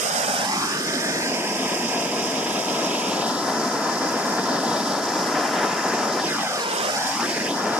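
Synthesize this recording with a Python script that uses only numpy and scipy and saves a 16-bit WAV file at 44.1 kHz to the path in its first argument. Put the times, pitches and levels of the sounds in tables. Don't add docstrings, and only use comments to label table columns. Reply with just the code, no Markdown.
import sys
import numpy as np
from scipy import signal
from scipy.fft import rfft, irfft, next_fast_len
from scipy.io import wavfile
from scipy.ndimage import uniform_filter1d, map_coordinates

SR = 44100
rng = np.random.default_rng(int(sys.argv[2]) if len(sys.argv) > 2 else 0)


def log_audio(samples):
    frames = np.atleast_2d(samples).T
    limited = np.clip(frames, -1, 1)
    pcm = np.round(limited * 32767).astype(np.int16)
    wavfile.write(sys.argv[1], SR, pcm)


N = 343539

# t/s, ground echo delay left/ms, the same right/ms, lag of the left port/ms
TORCH_PATH = [(0, 1.58, 1.86, 0.36), (.2, 1.26, 1.5, 0.33), (.38, 1.26, 1.67, 0.26), (.5, 0.93, 0.93, 0.2),
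              (.64, 0.81, 0.91, 0.18), (.8, 0.54, 0.64, 0.19), (.94, 0.5, 0.55, 0.17),
              (1.2, .455, 0.51, 0.16), (1.32, 0.40, 0.39, 0.11), (1.7, 0.34, .385, 0.082),
              (2.1, 0.33, 0.37, 0.06), (2.5, 0.3, .36, 0.055), (2.9, 0.29, 0.35, 0.053),
              (3.12, 0.28, 0.32, 0.04), (3.3, 0.22, 0.24, 0.045), (3.55, 0.14, 0.18, 0.041),
              (4.3, 0.15, 0.17, 0.065), (4.72, 0.2, 0.21, 0.05), (5.2, 0.16, 0.15, 0.026),
              (5.55, 0.11, 0.097, 0.023), (5.95, 0.12, 0.14, 0.047), (6.2, 0.18, 0.15, .03),
              (6.3, 0.5, .44, 0.092), (6.38, 0.82, 0.97, .09), (6.45, 1.14, 1.34, 0.11),
              (6.56, 1.56, 1.65, 0.15), (6.65, 2, 2.06, .24), (6.74, 2, 2.2, 0.32), (6.88, 1.5, 1.7, 0.26),
              (7.0, 1.14, 1.37, 0.12), (7.15, 1.03, 1.2, 0.067), (7.22, 0.81, 0.74, 0.045),
              (7.28, 0.4, 0.39, 0.053), (7.4, 0.48, 0.44, 0.069), (7.48, 0.35, 0.37, .056),
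              (7.56, 0.14, 0.2, 0.068), (7.64, 0.11, 0.14, 0.057), (7.79, 0.14, 0.16, 0.075)]
# t/s, lag/ms
TREBLE_LAG = [(.45, 0), (.6, -.022), (.9, -.03), (1.15, -.012), (1.3, .006), (1.7, .02), (2.1, .03),
              (2.9, .04), (3.2, .035), (3.5, 0)]
TREBLE_LAG_FROM_HZ = 3000

# t/s, roar level/dB, hiss level/dB, roar bass against its rest/dB
BURN_LEVELS = [(0, -25.5, -34.5, -4), (.5, -25.5, -33, 0), (1.0, -26, -33, -1.5), (2.0, -27, -32, 0),
               (3.0, -25.5, -32.5, -0.8), (3.6, -28, -33.5, 1.5), (4.6, -26.5, -34, 1.5),
               (5.4, -27, -32.5, -1), (6.0, -26, -34, -1.2), (6.35, -27, -33, -0.8), (6.55, -25.5, -34, -3),
               (6.7, -26, -39, -5), (6.85, -25, -35, -2.5), (7.1, -27, -30, -3), (7.35, -26, -33, -2),
               (7.55, -28, -34.5, 2), (7.79, -25, -35.5, -1)]
LOUD_SPOT_S, LOUD_SPOT_WIDTH_S, LOUD_SPOT_DB, LOUD_SPOT_TOP_HZ = 7.22, 0.025, 5.5, 2000

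# f/Hz, level per Hz/dB
ROAR_SPECTRUM = [(13, -88), (30, -66), (60, -37.5), (100, -30.5), (161, -12), (200, -7), (278, -5.5),
                 (400, -9), (560, -6), (750, -8.5), (1100, -8.5), (1580, -11), (2000, -13.5), (2400, -17),
                 (4230, -19.5), (5200, -22), (6800, -47)]
HISS_SPECTRUM = [(2120, -43), (3600, -10), (4220, -16), (4650, 2), (5050, 9), (5350, 9), (6560, 0.5),
                 (7140, 2.5), (7900, -12.5), (8200, -25), (10700, -53), (18000, -120)]
HISS_TOP_SPECTRUM = [(4120, -18.5), (7000, -2), (7910, -6.5), (8720, 0), (9690, -6.5), (11700, -3.5),
                     (12400, -7), (13200, -18.5)]
# f/Hz, level/dB
BASS_SHARE = [(220, 0), (700, -30)]
# f/Hz, left minus right level/dB
ROAR_BALANCE = [(500, -8), (870, -1), (1200, -1), (1700, -2), (2300, -6), (2800, -13.5), (3500, -6),
                (5000, 0.5)]
HISS_BALANCE = [(3600, -12.5), (4300, -2), (4900, -0.5), (5400, 1), (6000, -4), (7000, -3), (7800, -13),
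                (8700, -10.5), (9700, 3), (11000, 10), (12700, 0)]
# f/Hz, left-right likeness/1
PORT_LIKENESS = [(25, .3), (60, 0.74), (130, 1), (500, 1), (1000, 0.99), (2000, 0.71), (2600, 0.55),
                 (3200, .9), (3700, .96), (4500, .96), (5000, 0.17), (7000, 0.046), (13000, 0.046)]

# level straight ahead/dB, slope/(dB per ms of lag)
ROAR_PAN_RULE = (7.56, -9)
HISS_PAN_RULE = (-0.64, -36)
TOP_SHARE_RULE = (-8.5, 21.8)

PATCH_EDGES = [1500, 2100, 2900, 3800, 4800]
PATCHY_DB, PATCHY_DB_PER_SPEED = .9, .2
TREMOR = .025

# f/Hz, level/dB
GROUND_SPECTRUM = [(100, -4.5), (1000, -1.5), (2500, -5), (3400, -7), (4200, -9), (5000, -15), (6000, -20),
                   (12000, -39)]
# f/Hz, left minus right level/dB
GROUND_BALANCE = [(300, 0), (1200, -4), (2500, -3), (4000, 1.5), (6000, 0)]
SCATTER_HZ, SCATTER_DB_PER_MS = 1500, -5
SCATTERED_DB = -17
HIGH_MS, HIGH_DB_PER_MS = 1.45, -16
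HIGH_SPLIT_HZ, HIGH_UPPER_DB_PER_MS = 700, -1

# left delay/ms, left level/dB, right delay/ms, right level/dB,
# growth of the delay/(ms per ms of ground echo delay)
NEAR_REFLECTIONS = [(1.1, -20, 1.1, -26.5, 0.11), (1.55, -23, 1.12, -12, 0.086),
                    (2.1, -19.5, 2.155, -13.5, 0.33), (2.8, -10, 2.825, -14.5, 0.73),
                    (3.9, -13.5, 4.5, -14.5, 0.57)]
NEAR_FROM_HZ, NEAR_CUT_HZ, NEAR_TOP_HZ = 220, 2300, 3740
NEAR_ON_GROUND = 0.19

# delay with the torch on the ground/ms, left gain/1, right gain/1
BODY_REFLECTIONS = [(1.37, 0.021, -0.056), (1.62, -0.015, -0.16)]
BODY_MS_PER_MS = 1.105

# f/Hz, level/dB
DIFFUSE_SPECTRUM = [(300, -49), (1000, -17), (2000, -17), (3200, -9), (4500, -19), (8000, -40)]
# f/Hz, width/Hz, left depth/1, right depth/1
PORT_DIPS = [(543, 43, 0.01, 0.63), (1115, 57, 0.67, 0.27), (1430, 82, 0.03, 0.64), (1534, 27, 0.07, 0),
             (1870, 32, 0.6, 0.8), (2194, 57, 0.96, 0.6), (2620, 30, 0.1, 0.34), (2790, 30, 0.2, 0.15),
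             (3470, 65, 0.1, 0.84), (4130, 75, 0.6, .2)]
CUTOFF_HZ = 13200


def from_db(db):
    return 10 ** (np.asarray(db) / 20)


def rms_one(x):
    return x / np.sqrt(np.mean(x ** 2) + 1e-20)


def in_time(rows):
    t_s, *columns = np.transpose(rows)
    return [np.interp(np.arange(N) / SR, t_s, column) for column in columns]


def bins_hz():
    return np.maximum(np.fft.rfftfreq(next_fast_len(N), 1 / SR), 1)


def on_bins(points):
    hz, values = np.transpose(points)
    return np.interp(np.log(bins_hz()), np.log(hz), values)


def below(hz, order):
    return 1 / (1 + (bins_hz() / hz) ** order)


def above(hz, order):
    return 1 / (1 + (hz / bins_hz()) ** order)


def coloured(x, gain):
    size = next_fast_len(N)
    return irfft(rfft(x, size) * gain, size)[..., :N]


def drift(rate_hz):
    step = 40
    pole = np.exp(-2 * np.pi * step * rate_hz / SR)
    noise = rng.standard_normal(N // step + 2002)
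    slow = signal.lfilter([1], [1, -2 * pole, pole * pole], noise)[2000:]
    return np.interp(np.arange(N) / step, np.arange(len(slow)), rms_one(slow))


def late(x, ms):
    return map_coordinates(x, [np.arange(N) - ms * SR / 1000], order=3, mode="mirror")


def late_pair(pair, left_ms, right_ms):
    return np.array([late(pair[0], left_ms), late(pair[1], right_ms)])


def sides(pan_db):
    return from_db([pan_db / 2, -pan_db / 2])


def with_bearing(rule):
    ahead_db, db_per_ms = rule
    return ahead_db + db_per_ms * in_time(TORCH_PATH)[2]


def diffuse_field(torch):
    shifted = [np.roll(torch[0], N // 3), np.roll(torch[1], -N // 3)]
    return coloured(shifted, from_db(on_bins(DIFFUSE_SPECTRUM)))


def body_echoes(arriving, echo_ms):
    small = above(NEAR_FROM_HZ, 2)
    dull = coloured(arriving, small / (1 + 1j * bins_hz() / NEAR_CUT_HZ))
    total = 0
    for ms, left, right in BODY_REFLECTIONS:
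        delay_ms = ms + BODY_MS_PER_MS * echo_ms
        total = total + np.array([[left], [right]]) * late_pair(dull, delay_ms, delay_ms)
    return total


def near_echoes(arriving, echo_ms):
    small = above(NEAR_FROM_HZ, 2)
    dulling = below(NEAR_TOP_HZ, 4) / (1 + 1j * bins_hz() / NEAR_CUT_HZ)
    faint = coloured(arriving, small * dulling)
    total = 0
    for left_ms, left_db, right_ms, right_db, growth in NEAR_REFLECTIONS:
        delayed = late_pair(faint, left_ms + growth * echo_ms, right_ms + growth * echo_ms)
        total = total + from_db([[left_db], [right_db]]) * delayed
    return total


def gravel_reflection(torch, echo_ms):
    bounced = coloured(torch, from_db(on_bins(GROUND_SPECTRUM)) * sides(on_bins(GROUND_BALANCE)))
    treble = coloured(bounced, above(SCATTER_HZ, 2))
    mirrored = from_db(SCATTER_DB_PER_MS * np.maximum(echo_ms - .45, 0))
    scattered = np.roll(treble, N // 2, axis=1)
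    scattered = from_db(SCATTERED_DB) * scattered * np.sqrt(1 - mirrored ** 2)
    bounced = bounced - treble * (1 - mirrored) + scattered
    deep = coloured(bounced, below(HIGH_SPLIT_HZ, 4))
    excess_ms = np.maximum(echo_ms - HIGH_MS, 0)
    upper = (bounced - deep) * from_db(HIGH_UPPER_DB_PER_MS * excess_ms)
    return deep * from_db(HIGH_DB_PER_MS * excess_ms) + upper


def treble_shift(torch):
    treble = coloured(torch[0], above(TREBLE_LAG_FROM_HZ, 8))
    return np.array([torch[0] - treble + late(treble, in_time(TREBLE_LAG)[0]), torch[1]])


def outdoors(torch):
    left_echo_ms, right_echo_ms, lag_ms = in_time(TORCH_PATH)
    torch = treble_shift(torch)
    shake = 1 + TREMOR * drift(14.0)
    echo_ms = (left_echo_ms + right_echo_ms) / 2
    direct = np.array([late(torch[0], lag_ms), torch[1]])
    bounced = gravel_reflection(torch, echo_ms)
    ground = late_pair(bounced, lag_ms + shake * left_echo_ms, shake * right_echo_ms)
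    arriving = direct + NEAR_ON_GROUND * ground
    near = near_echoes(arriving, echo_ms)
    body = body_echoes(arriving, echo_ms)
    return direct + ground + near + body + diffuse_field(torch)


def turbulence(spectrum, balance):
    size = next_fast_len(N)
    alike = np.clip(on_bins(PORT_LIKENESS), 0, 1)
    mid, side = rfft(rng.standard_normal((2, size)))
    pair = np.sqrt(1 + alike) * mid + np.sqrt(1 - alike) * side * [[1], [-1]]
    shaped = pair * from_db(on_bins(spectrum)) * sides(on_bins(balance))
    return rms_one(irfft(shaped, size)[:, :N])


def patchy(flame):
    delay_rate = np.abs(np.gradient(in_time(TORCH_PATH)[1]) * SR)
    speed = uniform_filter1d(delay_rate, SR // 4)
    depth_db = PATCHY_DB + PATCHY_DB_PER_SPEED * np.minimum(speed, 4)
    result = flame
    for low, high in zip(PATCH_EDGES, PATCH_EDGES[1:]):
        band = coloured(flame, (bins_hz() >= low) & (bins_hz() < high))
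        result = result + band * (from_db(depth_db * drift(14.0)) - 1)
    return result


def hiss():
    together = drift(5.7)
    body_db = 0.5 * together + 1.05 * drift(36.0)
    body = from_db(body_db) * turbulence(HISS_SPECTRUM, HISS_BALANCE)
    top_db = with_bearing(TOP_SHARE_RULE) + 0.17 * together + 1.0 * drift(18.0)
    top = from_db(top_db) * turbulence(HISS_TOP_SPECTRUM, HISS_BALANCE)
    level_db = in_time(BURN_LEVELS)[1]
    return from_db(level_db) * sides(with_bearing(HISS_PAN_RULE)) * (body + top)


def roar():
    level_db, _, bass_db = in_time(BURN_LEVELS)
    flutter_db = 0.7 * drift(14.7) + .5 * drift(46.0)
    whole = turbulence(ROAR_SPECTRUM, [(300, 0)])
    share = from_db(on_bins(BASS_SHARE))
    bass = from_db(bass_db) * coloured(whole, share)
    rest = coloured(whole, (1 - share) * sides(on_bins(ROAR_BALANCE)))
    flame = bass + sides(with_bearing(ROAR_PAN_RULE)) * rest
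    from_peak = (np.arange(N) / SR - LOUD_SPOT_S) / LOUD_SPOT_WIDTH_S
    loud_spot = from_db(LOUD_SPOT_DB * np.exp(-.5 * from_peak ** 2)) - 1
    low = coloured(flame, below(LOUD_SPOT_TOP_HZ, 4))
    return from_db(level_db + flutter_db) * (flame + loud_spot * low)


def scene():
    return outdoors(patchy(roar() + hiss()))


def record(dry):
    ports = 1
    for hz, width_hz, left, right in PORT_DIPS:
        depth = np.clip([[left], [right]], 0, 1)
        ports = ports * (1 - depth / (1 + (2 * (bins_hz() - hz) / width_hz) ** 2))
    low_pass = signal.ellip(12, .5, 75, CUTOFF_HZ, fs=SR, output="sos")
    return signal.sosfilt(low_pass, coloured(dry, ports))


dry = scene()
out = record(dry)
log_audio(out)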